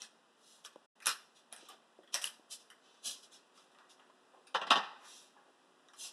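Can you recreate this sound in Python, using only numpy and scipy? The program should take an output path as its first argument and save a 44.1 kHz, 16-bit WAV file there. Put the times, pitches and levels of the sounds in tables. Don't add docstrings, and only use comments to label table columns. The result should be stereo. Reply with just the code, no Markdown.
import sys
import numpy as np
from scipy import signal
from scipy.fft import rfft, irfft
from scipy.io import wavfile
from scipy.ndimage import uniform_filter1d

SR = 44100
rng = np.random.default_rng(int(sys.argv[2]) if len(sys.argv) > 2 else 0)


def materialize(psi):
    bounded = np.clip(np.atleast_2d(psi).T, -1, 1)
    quanta = np.round(bounded * 32767).astype(np.int16)
    wavfile.write(sys.argv[1], SR, quanta)


N = 269892
TIME = np.arange(N) / SR
EVENT_TIME = TIME[:32768]
MIC_SPACING_S, SOURCE_LAG_S = .000452, .00031

# frequency_hz, gain_db
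AIR_SPECTRUM = [(60, -44.5), (110, -3.5), (170, -2), (260, -1), (600, -2), (1200, -2), (2000, -7.5),
                (3200, -10), (4600, -13.5), (6000, -18.5), (11000, -22.5), (12000, -36.5), (12800, -48.5)]
# pitch_hz, level_db
FAN_TONES = [(262, -83.5), (371, -81)]
# peak_s, rise_s, fall_s, level_db, tilt_db_per_octave
SCUFF_STROKES = [(0.021, 0.022, 0.028, -49, -3), (0.501, 0.059, 0.072, -58.5, 2),
                 (0.654, 0.0079, 0.0096, -47, -1), (1.362, 0.0082, 0.034, -59.5, -3),
                 (1.53, 0.0084, 0.01, -50.5, -7.5), (1.6, 0.034, 0.085, -55.5, -6.5),
                 (1.706, .011, 0.032, -51, -12.5), (2.141, 0.0088, 0.029, -38, -2.5),
                 (2.258, 0.018, 0.016, -40.5, -1.5), (2.522, 0.011, 0.023, -39.5, 3),
                 (2.861, 0.029, 0.13, -63, -6.5), (3.066, 0.016, 0.038, -34, 2),
                 (3.231, .0046, 0.023, -53, -1), (3.326, 0.0076, 0.037, -52.5, -2),
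                 (3.57, 0.019, 0.061, -61.5, -3), (3.9, 0.0057, 0.027, -56, -1.5),
                 (5.119, 0.055, 0.089, -51.5, 0), (6.022, 0.025, 0.033, -41, 3),
                 (6.055, 0.019, 0.027, -42.5, 0.5)]
# frequency_hz, gain_db
SCUFF_SPECTRUM = [(150, -17), (600, -14.5), (1100, -12), (1900, -15), (2700, -5), (4200, -1.5),
                  (5700, -2.5), (7000, -8), (10500, -9), (12000, -16), (13500, -33)]
# start_s, level_db, pitch_hz, ring_db, tilt_db_per_octave, room_db
HARD_IMPACTS = [(0.0195, -39, 5700, 5, 1, -12), (0.6494, -46, 3400, -9, 1, -1),
                (0.6616, -44, 5500, 10, -8, -20), (1.003, -52.5, 1420, -10, -4.5, 2),
                (1.0218, -52.5, 2440, -1, -1, 7.5), (1.0589, -32, 10900, -5, -0.5, -4),
                (1.0665, -32.5, 5430, 4, 4, -3), (1.069, -22.5, 10800, -2.5, 0, -5),
                (1.076, -30.5, 1356, 1, -3.5, -3), (1.5264, -43, 10300, -3, 2.5, -4),
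                (1.533, -48, 10000, -9, -5, -10), (1.564, -48, 8850, -1, -2, -4),
                (1.687, -54, 1180, -2, 1.5, 6.5), (2.0758, -61, 3350, -2, -4, 2),
                (2.143, -24.5, 5660, -1, 1.5, -5.5), (2.149, -35, 8200, 7, -1, -11),
                (2.16, -35, 1940, 0, -4, -6), (2.216, -45, 3370, -7, 4, 2), (2.2203, -42, 5650, -9, 1, 4.5),
                (2.242, -29.5, 2910, 0, 3, -13), (2.2556, -39.5, 10650, 16, 3, -2),
                (2.274, -43, 3060, 5, 1, -2), (2.511, -53, 5500, -1, 6, 2),
                (2.7021, -49.5, 3000, -8.5, -2, 0.5), (3.748, -63, 1190, -8, -5.5, -2.5),
                (3.787, -57, 1680, -10, -8, -3), (5.8858, -57.5, 3760, -7, -3.5, 0.5),
                (5.935, -57.5, 3330, -11, -4.5, 6)]
# frequency_hz, gain_db
CLACK_SPECTRUM = [(100, -47), (200, -18.5), (600, -17), (1200, 12), (1900, 14.5), (3000, 3), (5500, 8),
                  (7000, -2), (9000, 6), (10800, -4), (12500, -2.5), (15000, -23.5)]
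# start_s, level_db, pitch_hz, contact_s, room_db
SOFT_IMPACTS = [(0.7589, -48, 544, 0.0057, -13.5), (1.527, -54.5, 698, 0.014, -2),
                (1.625, -56.5, 347, 0.017, -14), (1.988, -53, 365, 0.016, -3),
                (2.145, -47.5, 710, 0.032, 4), (2.3923, -60.5, 292, 0.022, -12),
                (3.061, -57.5, 248, 0.061, -2), (3.7486, -59.5, 1187, 0.036, 0.5),
                (3.785, -59, 1162, 0.071, 5), (3.992, -53.5, 1320, 0.061, -3),
                (4.0989, -54, 1020, 0.023, -16.5), (4.335, -57.5, 560, 0.066, 3.5),
                (5.0, -56, 1390, 0.17, 7.5), (5.365, -58, 988, 0.029, 2), (5.475, -59, 555, 0.11, -14)]
# centre_hz, width_hz, level_db
COUNTER_RESONANCES = [(415, 400, -15.5), (1000, 200, -8), (1320, 220, 0), (1880, 250, -6.5),
                      (2350, 300, -6.5), (2920, 280, 0), (4180, 330, 1.5), (5330, 700, -3.5),
                      (8100, 1580, -10)]
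# start_s, level_db, tilt_db_per_octave, ring_db, flatness (0 rim, 1 base), room_db
PLATE_LANDINGS = [(4.547, -28, 0.5, -9, 0, 4.5), (4.6154, -34.5, -1.5, -1.5, 0.95, 3),
                  (4.668, -48, 0, -9, .2, 11.5), (4.7068, -18, 1.5, -3, 1, 3), (4.757, -27, 1, -14, .8, 2),
                  (4.773, -32, 0.5, -17, 0.73, 1.5), (4.839, -46, 0.5, -1, .7, 4)]
# pitch_hz, rim_db, base_db, t60_s
PLATE_MODES = [(470, -7, -22, .12), (678, -16, -6, .15), (845, -6, -6, .16), (894, -9, -1, .13),
               (975, -1, -9, .14), (1048, -6, -8, .16), (1120, -14, 0, .2), (1215, -14, -2, .11),
               (1350, -2, 1, .12), (1492, 3, -12, .09), (1542, -10, -4, .15), (1835, -8, 0, .1),
               (2788, -14, -4, .08), (2860, -12, -5, .06), (3015, -5, -12, .06), (3150, -8, -6, .11),
               (3530, -7, -3, .08)]
# frequency_hz, gain_db
SHELF_SPECTRUM = [(100, -39), (180, -4), (330, -8.5), (480, -6), (600, -5), (900, 4.5), (1300, 3.5),
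                  (1800, 1.5), (2200, -6.5), (2500, -5.5), (3100, -6), (3700, -7.5), (4500, -11.5),
                  (5300, -15), (7000, -29), (11000, -37), (14000, -58.5)]
# pitch_hz, level_db, t60_s
JAR_AND_RACK_MODES = [(608, -7, .25), (765, 3, .44), (815, 3, .38), (885, -2, .2), (1105, -2, .2),
                      (1520, -3, .25), (1583, -4, .25), (1793, -2, .3), (2810, -4, .07), (3031, -5, .06),
                      (3601, -2, .08)]
# frequency_hz, left_minus_right_db
CHANNEL_BALANCE = [(200, 0.5), (600, -3.5), (1200, 1), (3000, 3), (5000, 1.5), (8000, 7), (12000, 4.5)]
# frequency_hz, share (0 to 1)
CROSS_FEED_SHARE = [(200, 0.82), (1100, 0.77), (2200, 0.94), (4400, 0.82), (6700, 0.4), (11000, 0)]
# frequency_hz, side_db
SIDE_GAIN = [(150, 0.5), (350, 0), (600, -4), (900, -10.5), (1300, -9), (1700, -0.5), (2100, 2),
             (8000, -0.5)]


def undb(db):
    return 10 ** (np.asarray(db) / 20)


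def freqs(x):
    return np.maximum(np.fft.rfftfreq(x.shape[-1], 1 / SR), 1)


def curve(points, hz):
    at, value = np.transpose(points)
    return np.interp(np.log(hz), np.log(at), value)


def colour(x, db):
    size = x.shape[-1]
    cepstrum = irfft(np.log(undb(db)), size)
    cepstrum[1:size // 2] *= 2
    cepstrum[size // 2 + 1:] = 0
    return irfft(rfft(x) * np.exp(rfft(cepstrum)), size)


def unit(x):
    return x / np.sqrt(np.mean(np.sum(x ** 2, axis=-1)))


def fade(t60):
    return np.exp(-np.log(1000) * EVENT_TIME / t60)


def add(out, x, start_s):
    start = max(int(start_s * SR), 0)
    out[:, start:start + x.shape[-1]] += x[:, :N - start]


def diffuse(size, bass_coherence=0.39):
    noise = rng.standard_normal((2, size))
    coherence = bass_coherence * np.sinc(2 * freqs(noise) * MIC_SPACING_S)
    mid, side = rfft(noise) * np.sqrt([1 + coherence, 1 - coherence])
    return irfft(np.array([mid + side, mid - side]), size) / 2


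def kitchen(room_db, early_t60, late_t60, late_db, build_s=0.0012, dull_hz=7000):
    size = len(EVENT_TIME)
    build_up = 1 - np.exp(-(EVENT_TIME / build_s) ** 2)
    early = unit(diffuse(size) * fade(early_t60) * build_up)
    late = diffuse(size) * (fade(late_t60) - fade(early_t60 / 2))
    late = unit(colour(late, -10 * np.log10(1 + (freqs(late) / dull_hz) ** 2)))
    response = undb(room_db) * (early + undb(late_db) * late)
    response[0, 0] += 1
    response[1, int(SOURCE_LAG_S * SR)] += 1
    return response


def radiate(body, db, room):
    direct = unit(body) * undb(db) * np.sqrt(SR / 100)
    return signal.fftconvolve(direct[None], room, axes=1)


def impact(crackle_t60, crackle_db=2):
    crackle = rng.standard_normal(len(EVENT_TIME)) * fade(crackle_t60)
    force = undb(crackle_db) * unit(crackle)
    force[0] += 1
    return force


def resonance(pitch_hz, cycles):
    t60 = cycles / pitch_hz
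    return unit((fade(t60) - fade(t60 / 2)) * np.sin(2 * np.pi * pitch_hz * EVENT_TIME))


def modal_ring(modes, spread_db=1.5):
    chance = rng.standard_normal((len(modes), 2))
    return unit(sum(
        undb(db + spread_db * stir) * fade(t60) * np.sin(2 * np.pi * (hz * EVENT_TIME + phase))
        for (hz, db, t60), (stir, phase) in zip(modes, chance)))


def impulses(per_s):
    size = len(EVENT_TIME)
    return (rng.random(size) < per_s / SR) * rng.choice([-1, 1], size)


def slide_speed(peak_s, rise_s, fall_s):
    t = EVENT_TIME - peak_s
    return np.exp(-.5 * (t / np.where(t < 0, rise_s, fall_s)) ** 2)


def refrigerator(air_db=-66.5, open_db=1, waver_db=-0.07, hum_hz=230, hum_db=-81):
    air = diffuse(N)
    air = colour(air, curve(AIR_SPECTRUM, freqs(air)))
    air = air / air.std() * undb(air_db)
    fan = sum(undb(db) * np.sqrt(2) * np.sin(2 * np.pi * (hz * TIME + rng.random()))
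              for hz, db in FAN_TONES)
    hum = undb(hum_db) * np.sqrt(2) * np.sin(2 * np.pi * hum_hz * TIME)
    opening = np.interp(TIME, [2.0, 3.6], [0, 1])
    waver = np.interp(TIME, np.linspace(0, TIME[-1], 40), rng.standard_normal(40))
    return hum * (1 - opening) + (air + fan * opening) * undb(open_db * opening + waver_db * waver)


def strokes(drag_s=0.077, drag_db=-19, drag_tilt=-4):
    for peak_s, rise_s, fall_s, db, tilt in SCUFF_STROKES:
        yield peak_s, rise_s, fall_s, db, tilt
        yield peak_s + drag_s, rise_s, fall_s, db + drag_db, tilt + drag_tilt


def scuffs(grain_db=3.8, gain_db=-2):
    out, hz, size = np.zeros((2, N)), freqs(EVENT_TIME), len(EVENT_TIME)
    for peak_s, rise_s, fall_s, db, tilt in strokes():
        start_s = max(peak_s - 3 * rise_s, 0)
        speed = slide_speed(peak_s - start_s, rise_s, fall_s)
        slips = rng.standard_normal(size) * undb(grain_db * np.minimum(rng.exponential(size=size), 5))
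        slips = colour(slips, curve(SCUFF_SPECTRUM, hz) + tilt * np.log2(np.maximum(hz, 1500)))
        slide = slips / slips.std() * speed * undb(db + gain_db)
        room = unit(kitchen(room_db=2, early_t60=0.06, late_t60=0.47, late_db=-13.5))
        add(out, signal.fftconvolve(slide[None], room, axes=1), start_s)
    return out


def clack_contacts(rebound_s=0.0055, rebound_db=-17.5, body_hz=1760, ticks=5, tick_hz=3140):
    weak_ring_db, weak_room_db = -7, 9
    for start_s, db, pitch_hz, ring_db, tilt, room_db in HARD_IMPACTS:
        yield start_s, db, pitch_hz, ring_db, tilt, room_db
        yield start_s + rebound_s, db + rebound_db, body_hz, weak_ring_db, tilt - 0.5, weak_room_db
    for when, softness, octaves in rng.uniform(-1.3, 1, (ticks, 3)):
        start_s = np.interp(when, [-1, 1], [1.8, 5.8])
        db, tilt = -74 - 12.5 * softness, -2
        yield start_s, db, tick_hz * 2 ** octaves, weak_ring_db, tilt, weak_room_db


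def clacks(gain_db=-2):
    out, hz = np.zeros((2, N)), freqs(EVENT_TIME)
    for start_s, db, pitch_hz, ring_db, tilt, room_db in clack_contacts():
        spectrum_db = curve(CLACK_SPECTRUM, hz) + tilt * np.log2(np.maximum(hz, 1400))
        snap = colour(impact(crackle_t60=0.0059), spectrum_db)
        body = unit(snap) + undb(ring_db) * resonance(pitch_hz, cycles=22)
        room = kitchen(room_db, early_t60=0.154, late_t60=0.32, late_db=-12, build_s=0.001084)
        add(out, radiate(body, db + gain_db, room), start_s)
    return out


def bumps(width_octaves=0.81, hollow_db=4, hollow_db_per_s=-170, gain_db=-1):
    out, hz = np.zeros((2, N)), freqs(EVENT_TIME)
    for start_s, db, pitch_hz, contact_s, room_db in SOFT_IMPACTS:
        force = rng.standard_normal(len(EVENT_TIME)) * (fade(contact_s) - fade(contact_s / 2))
        detuning = np.log2(hz / pitch_hz) / width_octaves
        thud = colour(force, -10 * np.log10(1 + detuning ** 2 + detuning ** 6))
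        hollow = undb(hollow_db + hollow_db_per_s * contact_s) * resonance(pitch_hz, cycles=8)
        room = kitchen(room_db, early_t60=0.3, late_t60=0.63, late_db=-8.5)
        add(out, radiate(unit(thud) + hollow, db + gain_db, room), start_s)
    return out


def plate_scrape(peak_s=1.073, rise_s=.011, fall_s=0.033, level_db=-31, spread_db=2.5, dull_hz=9000):
    out, hz = np.zeros((2, N)), freqs(EVENT_TIME)
    start_s = peak_s - 4 * rise_s
    speed = slide_speed(peak_s - start_s, rise_s, fall_s)
    slips = impulses(per_s=700) * undb(spread_db * rng.standard_normal(len(EVENT_TIME)))
    power = sum(undb(db) ** 2 / (1 + ((hz / centre - centre / hz) * centre / width) ** 2)
                for centre, width, db in COUNTER_RESONANCES)
    power /= 1 + (hz / dull_hz) ** 4
    grind = unit(colour(slips * speed, 10 * np.log10(power)))
    grind *= np.linalg.norm(speed) * undb(level_db)
    room = unit(kitchen(room_db=2, early_t60=0.0702, late_t60=0.48, late_db=-15.5))
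    add(out, signal.fftconvolve(grind[None], room, axes=1), start_s)
    return out


def shelf_contacts(rim_lead_s=0.0035, rim_db=-11, bounces=3, bounce_s=.0075, bounce_db=-5.5):
    for start_s, db, *timbre in PLATE_LANDINGS:
        yield (start_s - rim_lead_s, db + rim_db, *timbre)
        for bounce in range(bounces):
            yield (start_s + bounce * bounce_s, db + bounce * bounce_db, *timbre)


def plate_on_shelf(gain_db=-3):
    out, hz = np.zeros((2, N)), freqs(EVENT_TIME)
    for start_s, db, tilt, ring_db, flatness, room_db in shelf_contacts():
        modes = [(pitch_hz, np.interp(flatness, [0, 1], [rim_db, base_db]), t60)
                 for pitch_hz, rim_db, base_db, t60 in PLATE_MODES]
        knock = colour(impact(crackle_t60=0.016), curve(SHELF_SPECTRUM, hz))
        body = unit(knock) + undb(ring_db) * modal_ring(modes)
        body = colour(body, tilt * np.log2(np.maximum(hz, 200)))
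        room = kitchen(room_db, early_t60=0.11, late_t60=0.59, late_db=-15.5, dull_hz=3390)
        add(out, radiate(body, db + gain_db, room), start_s)
    return out


def jar_rattle(gain_db=-18):
    out = np.zeros((2, N))
    for start_s, db, *_ in PLATE_LANDINGS:
        taps = impulses(per_s=110) * fade(t60=0.4)
        body = signal.fftconvolve(taps, modal_ring(JAR_AND_RACK_MODES))[:len(EVENT_TIME)]
        room = kitchen(room_db=3, early_t60=0.086, late_t60=0.3, late_db=-10)
        add(out, radiate(body, db + gain_db, room), start_s)
    return out


def widen(mics, feedback=0.5161):
    hz = freqs(mics)
    left, right = rfft(mics) * undb(np.outer([1, -1], curve(CHANNEL_BALANCE, hz)) / 2)
    cross = curve(CROSS_FEED_SHARE, hz) * np.exp(-2j * np.pi * hz * MIC_SPACING_S)
    back = feedback * cross
    mid = (left + right) / 2 * (1 - cross) / (1 - back)
    side = (left - right) / 2 * (1 + cross) / (1 + back) * undb(curve(SIDE_GAIN, hz))
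    return irfft(np.array([mid + side, mid - side]) / np.sqrt(1 + abs(cross) ** 2 / 2), N)


def scene():
    return refrigerator() + scuffs() + clacks() + bumps() + plate_scrape() + plate_on_shelf() + jar_rattle()


def record(dry, low_hz=155, high_hz=12200, top_hz=15200, silence_s=(.86, .956)):
    out = signal.sosfilt(signal.butter(5, low_hz, "high", fs=SR, output="sos"), widen(dry))
    out = signal.sosfilt(signal.butter(6, high_hz, fs=SR, output="sos"), out)
    audible = (TIME < silence_s[0]) | (TIME > silence_s[1])
    gate = uniform_filter1d(audible.astype(float), size=300)
    return signal.sosfilt(signal.ellip(8, .2, 70, top_hz, fs=SR, output="sos"), out * gate)


dry = scene()
out = record(dry)
materialize(out)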